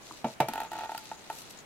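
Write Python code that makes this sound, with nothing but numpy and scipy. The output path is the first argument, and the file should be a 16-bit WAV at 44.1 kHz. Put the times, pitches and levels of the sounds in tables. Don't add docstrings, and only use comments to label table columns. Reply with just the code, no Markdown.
import sys
import numpy as np
from scipy import signal
from scipy.fft import rfft, irfft, next_fast_len
from scipy.io import wavfile

SR = 44100
rng = np.random.default_rng(int(sys.argv[2]) if len(sys.argv) > 2 else 0)


def unload_audio(sound):
    columns = np.transpose(np.atleast_2d(sound))
    steps = np.round(np.clip(columns, -1, 1) * 32767)
    wavfile.write(sys.argv[1], SR, steps.astype(np.int16))


N = 72765
CLICK_S = .9772
# start_s, level_db, brightness_hz, snap_db, crack_db, frame_db, thud_db, boom_db
KNOCKS = [(.2440, -20.5, 1180, -59, -38.5, -30.5, -38, -25.5),
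          (0.4026, -15.5, 2315, -27.5, -29, -25.5, -29, -57),
          (0.485, -27, 2750, -28.5, -39, -52, -61, -36.5)]
# start_s, level_db, brightness_hz, snap_db
JERKS = [(0.5353, -21.5, 1600, -30.5), (0.5565, -20, 1650, -38.5), (.5779, -18, 1370, -39),
         (0.6021, -18.5, 1560, -34.5), (0.6162, -21, 1700, -42), (.6330, -26, 1750, -40),
         (0.6486, -27, 1560, -47.5), (0.7165, -23, 1350, -39.5), (0.7316, -22.5, 1580, -39),
         (.7534, -24, 1400, -47), (.7662, -27, 1380, -49), (0.787, -23, 1520, -41),
         (0.8079, -22, 1280, -48), (0.8194, -28, 1400, -54), (0.8345, -20, 1310, -45.5),
         (0.8464, -23, 1390, -45), (.8566, -27.5, 1380, -54), (0.8932, -20, 1220, -52),
         (0.9181, -21, 1240, -44), (.9480, -20.5, 1290, -42), (1.1148, -20.5, 1250, -50),
         (1.3003, -18, 1280, -39.5)]
# frequency_hz, likeness (1 = the same)
CONTACT_LIKENESS = [(1000, 0.67), (2500, 0.22), (5000, -0.3)]


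def knocks():
    # start_s, level_db, brightness_hz
    bounces = [(0.2614, -30.5, 890), (.431, -37, 1200)]
    # pitch_hz, level_db, fade_s
    frame_tones = [(455.5, -6, 0.16), (549.3, 1, 0.09), (586, 2.5, 0.12), (656.4, -1, 0.16),
                   (738, 7.5, 0.061), (788, 5, 0.1), (891, -8, 0.18), (980, -1, 0.091), (1168, -11, 0.14),
                   (1586, -23, 0.2), (2090, -7.5, 0.14), (2316, 0, .14)]
    # pitch_hz, level_db, fade_s
    thud_tones = [(115, -5.5, 0.2), (139, 12, 0.096), (154, -7, 0.18)]
    # pitch_hz, level_db, fade_s
    boom_tones = [(238, 9, 0.067), (250, 12.3, 0.053)]
    out = body_hits(KNOCKS + bounces, low_hz=179)
    for start_s, _, bright_hz, _, _, frame_db, thud_db, boom_db in KNOCKS:
        add(out, start_s, amp(frame_db) * soften(ring(frame_tones, rise_s=.003), bright_hz))
        add(out, start_s, amp(thud_db) * ring(thud_tones, rise_s=.02))
        add(out, start_s, amp(boom_db) * ring(boom_tones, rise_s=.02))
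    return out


def jerks():
    out = body_hits(JERKS, low_hz=1098)
    ping = ring([(2540, -4, .017)], rise_s=.002)
    for start_s, db, bright_hz, _ in JERKS:
        add(out, start_s + .0015, amp(db) * soften(ping, bright_hz))
    return out


def body_ring(bright_hz, low_hz):
    # pitch_hz, level_db, fade_s
    body_tones = [(351, -24, .14), (426, -20.5, .13), (642, -20.9, .13), (707, -5.1, .027),
                  (793, -21.2, .098), (877, -7.3, .072), (894, -21, .165), (1310, -18, .15),
                  (1354, -9.8, .04), (1460, -9.5, .07), (1831, -19, .03), (2297, -4.5, .014),
                  (3069, -24, .008)]
    thinned = filtered(ring(body_tones), lambda f: (1j * f / (1j * f + low_hz)) ** 2)
    return soften(thinned, bright_hz)


def body_hits(hits, low_hz):
    # delay_ms, gain
    echoes = [(1.08, 1.09), (1.87, -.84), (3.59, .49), (5.21, .21), (8.25, -.21), (12.52, -.12)]
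    out = np.zeros(N)
    for start_s, db, bright_hz, *_ in hits:
        add(out, start_s, amp(db) * body_ring(bright_hz, low_hz))
    return filtered(out, lambda f: 1 + sum(gain * delay(f, ms) for ms, gain in echoes))


def tap_and_click():
    # pitch_hz, level_db, fade_s
    tap_tones = [(320, -14, .12), (1017, -5, .031), (1125, 2.5, .011), (1170, -14.5, .031)]
    click_tones = [(867, -1, .25), (1400, 4.5, .053), (1780, -1, .029),
                   (3100, 1, .03), (3250, -15, .025), (4770, 1, .06)]
    out = np.zeros(N)
    add(out, .1104, amp(-30.5) * ring(tap_tones, rise_s=.00098))
    add(out, CLICK_S, amp(-42) * ring(click_tones, rise_s=.0013))
    return out


def snaps_and_cracks():
    # frequency_hz, level_db
    snap_colour = [(500, -18), (1500, -2), (1900, -3), (2550, 5), (3300, 0), (5500, -4), (9000, -3),
                   (13000, 1), (16000, -6)]
    # frequency_hz, level_db
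    crack_colour = [(300, -1), (1300, 12.5), (2700, 11), (4200, 2.5), (6000, 0), (9000, -10.5), (12500, -7),
                    (16000, -15)]
    snaps = [(s, db) for s, _, _, db, *_ in KNOCKS + JERKS] + [(CLICK_S, -31.5)]
    cracks = [(s, db) for s, _, _, _, db, *_ in KNOCKS]
    return (bursts(snaps, snap_colour, fade_s=.012, tail_db=-12, tail_fade_s=.069)
            + bursts(cracks, crack_colour, fade_s=.061, tail_db=-14.5, tail_fade_s=.34))


def bursts(events, colour, fade_s, tail_db, tail_fade_s, rise_s=.00087):
    t, power = np.arange(SR // 4) / SR, np.zeros(N)
    rise = np.minimum(t / rise_s, 1)
    fall = amp(-60 * t / fade_s) + amp(tail_db - 60 * t / tail_fade_s)
    for start_s, db in events:
        add(power, start_s, (amp(db) * rise * fall) ** 2)
    return np.sqrt(power) * paired(noise(colour), CONTACT_LIKENESS)


def uneven_treble(f, depth_db=2, spacing_hz=227.5, above_hz=1230):
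    grid = np.arange(0, SR / 2, spacing_hz)
    heights = rng.standard_normal((2, 4096))[:, :len(grid)]
    dips = np.array([np.interp(f, grid, ear) for ear in heights])
    treble_share = f ** 4 / (f ** 4 + above_hz ** 4)
    return amp(-depth_db * dips * treble_share)


def groan():
    # time_s, pitch_hz, level_db
    course = [(.49, 224.2, -80), (0.524, 256, -49), (0.569, 286.8, -57), (.63, 326.2, -63), (.69, 344, -75),
              (0.734, 342.4, -58), (0.788, 300, -59), (.85, 338, -81)]
    t = np.arange(N) / SR
    times, hz, db = np.transpose(course)
    tone = np.sin(2 * np.pi * np.cumsum(np.interp(t, times, hz)) / SR)
    level = amp(np.interp(t, times, db)) * (t > times[0]) * (t < times[-1])
    roughness = 1 + wander(.011)
    return level * tone * roughness


def fingers(crackles_per_s=45):
    # start_s, length_s, level_db, tilt_db_per_octave
    strokes = [(.01, 0.22, -53, 4.5), (0.256, 0.089, -51, 4.5), (0.476, 0.21, -48.5, -6),
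               (0.708, 0.16, -49, -3.5), (0.871, 0.29, -52.5, 3), (1.036, 0.017, -50, 31),
               (1.175, 0.45, -54, 2.5), (1.309, 0.13, -51.5, 13.5), (1.418, 0.074, -68, 15),
               (1.493, .04, -50, 11), (1.57, 0.045, -59.5, 3)]
    # frequency_hz, level_db
    rub_colour = [(200, -3), (900, -5), (2200, 3), (4200, 4.5), (6000, -1.5), (9000, -10), (12000, -13.5),
                  (16000, -32)]
    t, rubbing = np.arange(N) / SR, np.zeros((2, N))
    for start_s, length_s, db, tilt in strokes:
        rubbing += amp(db) * stroke(start_s, length_s) * paired(noise(rub_colour, tilt), CONTACT_LIKENESS)
    catches = (rng.random(N) < crackles_per_s / SR) * rng.uniform(.39, 1, N)
    crackle = signal.fftconvolve(catches, amp(-3 - 60 * t / .0033))[:N]
    grain = amp(3 * wander(.0022))
    rubbing *= unit(grain + crackle)
    singing = signal.fftconvolve(rubbing[0], body_ring(bright_hz=1098, low_hz=1098))[:N]
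    return rubbing + amp(-8.5) * np.std(rubbing) * unit(singing)


def thin_hiss(right_db=-7):
    # start_s, length_s, level_db
    patches = [(.01, 0.17, -58.5), (0.265, 0.091, -57.5), (.42, 0.59, -58.5), (.99, 0.43, -59),
               (1.44, 0.07, -62), (1.562, 0.052, -53)]
    # frequency_hz, level_db
    hiss_colour = [(2000, -19), (5600, -12), (6400, 1.5), (7000, 5), (7800, -13.5), (12000, -32)]
    level = sum(amp(db) * stroke(start_s, length_s) for start_s, length_s, db in patches)
    flicker = unit(1 + np.tanh(2 * wander(.0055)))
    return amp([[0], [right_db]]) * level * flicker * noise(hiss_colour)


def room_echo(sound, level_db=-14, delay_s=.012):
    # frequency_hz, fade_s
    fades = [(120, 0.19), (700, 0.19), (3000, 0.2), (14000, 0.11)]
    # frequency_hz, likeness
    likeness = [(200, 1), (700, 0.91), (1500, 0.51), (4000, 1)]
    wash = paired(rng.standard_normal((2, SR // 2)), likeness)
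    hz, t, bands = signal.stft(wash, SR, nperseg=256)
    tail = signal.istft(bands * amp(-60 * t / read(fades, hz)[:, None]), SR, nperseg=256)[1]
    out = np.zeros((2, N))
    add(out, delay_s, signal.fftconvolve(sound, tail / np.linalg.norm(tail[0]), axes=1))
    return amp(level_db) * out


def background():
    # frequency_hz, level_db
    colour = [(20, -4.5), (70, -3.5), (130, 2.5), (330, 2.5), (520, 0.5), (720, 1), (1200, -3),
              (2400, -5.5), (4500, -14), (8000, -15.5), (15000, -24.5)]
    # frequency_hz, likeness
    likeness = [(60, 0.48), (300, 0.24), (700, 0.43), (1500, 0.008), (4000, 0)]
    return amp(-52) * paired(noise(colour), likeness)


def ring(tones, rise_s=1e-6):
    t = np.arange(SR // 2) / SR
    rise = 1 - np.exp(-t / rise_s)
    return rise * sum(amp(db - 60 * t / fade_s) * np.sin(2 * np.pi * hz * t) for hz, db, fade_s in tones)


def stroke(start_s, length_s):
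    progress = np.clip((np.arange(N) / SR - start_s) / length_s, 0, 1)
    return (4 * progress * (1 - progress)) ** .26


def noise(colour, tilt=0):
    white = rng.standard_normal((2, N))
    return unit(filtered(white, lambda f: amp(read(colour, f) + tilt * np.log2(np.maximum(f, 1000)))))


def paired(x, likeness):
    same = lambda f: np.clip(read(likeness, f), -1, 1)
    right = filtered(x[0], same) + filtered(x[1], lambda f: np.sqrt(1 - same(f) ** 2))
    return np.array([x[0], right])


def wander(change_s):
    return unit(filtered(rng.standard_normal(N), lambda f: np.exp(-(2 * f * change_s) ** 2)))


def soften(x, bright_hz):
    return filtered(x, lambda f: 1 / (1 + 1j * f / bright_hz) ** 2)


def delay(f, ms):
    return np.exp(-2j * np.pi * f * ms / 1000)


def filtered(x, response):
    size = next_fast_len(2 * x.shape[-1])
    spectrum = rfft(x, size) * response(np.fft.rfftfreq(size, 1 / SR))
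    return irfft(spectrum, size)[..., :x.shape[-1]]


def add(mix, start_s, sound):
    part = mix[..., max(round(start_s * SR), 0):][..., :sound.shape[-1]]
    part += sound[..., :part.shape[-1]]


def read(points, hz):
    f, value = np.transpose(points)
    return np.interp(np.log(hz + 1), np.log(f + 1), value)


def amp(db):
    return 10 ** (np.asarray(db) / 20)


def unit(x):
    return x / np.sqrt(np.mean(x ** 2) + 1e-20)


def scene():
    # frequency_hz, level_db
    balance = [(100, -2.5), (380, 2.5), (700, -1.5), (1300, -1), (2400, -0.5), (4400, 2.5), (8100, 7.5),
               (15000, -2)]
    metal = knocks() + jerks() + tap_and_click()
    metal_right = filtered(metal, lambda f: delay(f, ms=.056))
    lantern = np.array([metal, metal_right]) + snaps_and_cracks() + groan() + fingers()
    near = filtered(lantern, lambda f: uneven_treble(f) * amp(np.outer([.5, -.5], read(balance, f))))
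    return near + room_echo(near) + thin_hiss() + background()


def record(dry, top_hz=15950):
    low_pass = signal.firwin(511, top_hz, window=("kaiser", 9), fs=SR)
    return signal.oaconvolve(dry, low_pass[None], "same")


dry = scene()
out = record(dry)
unload_audio(out)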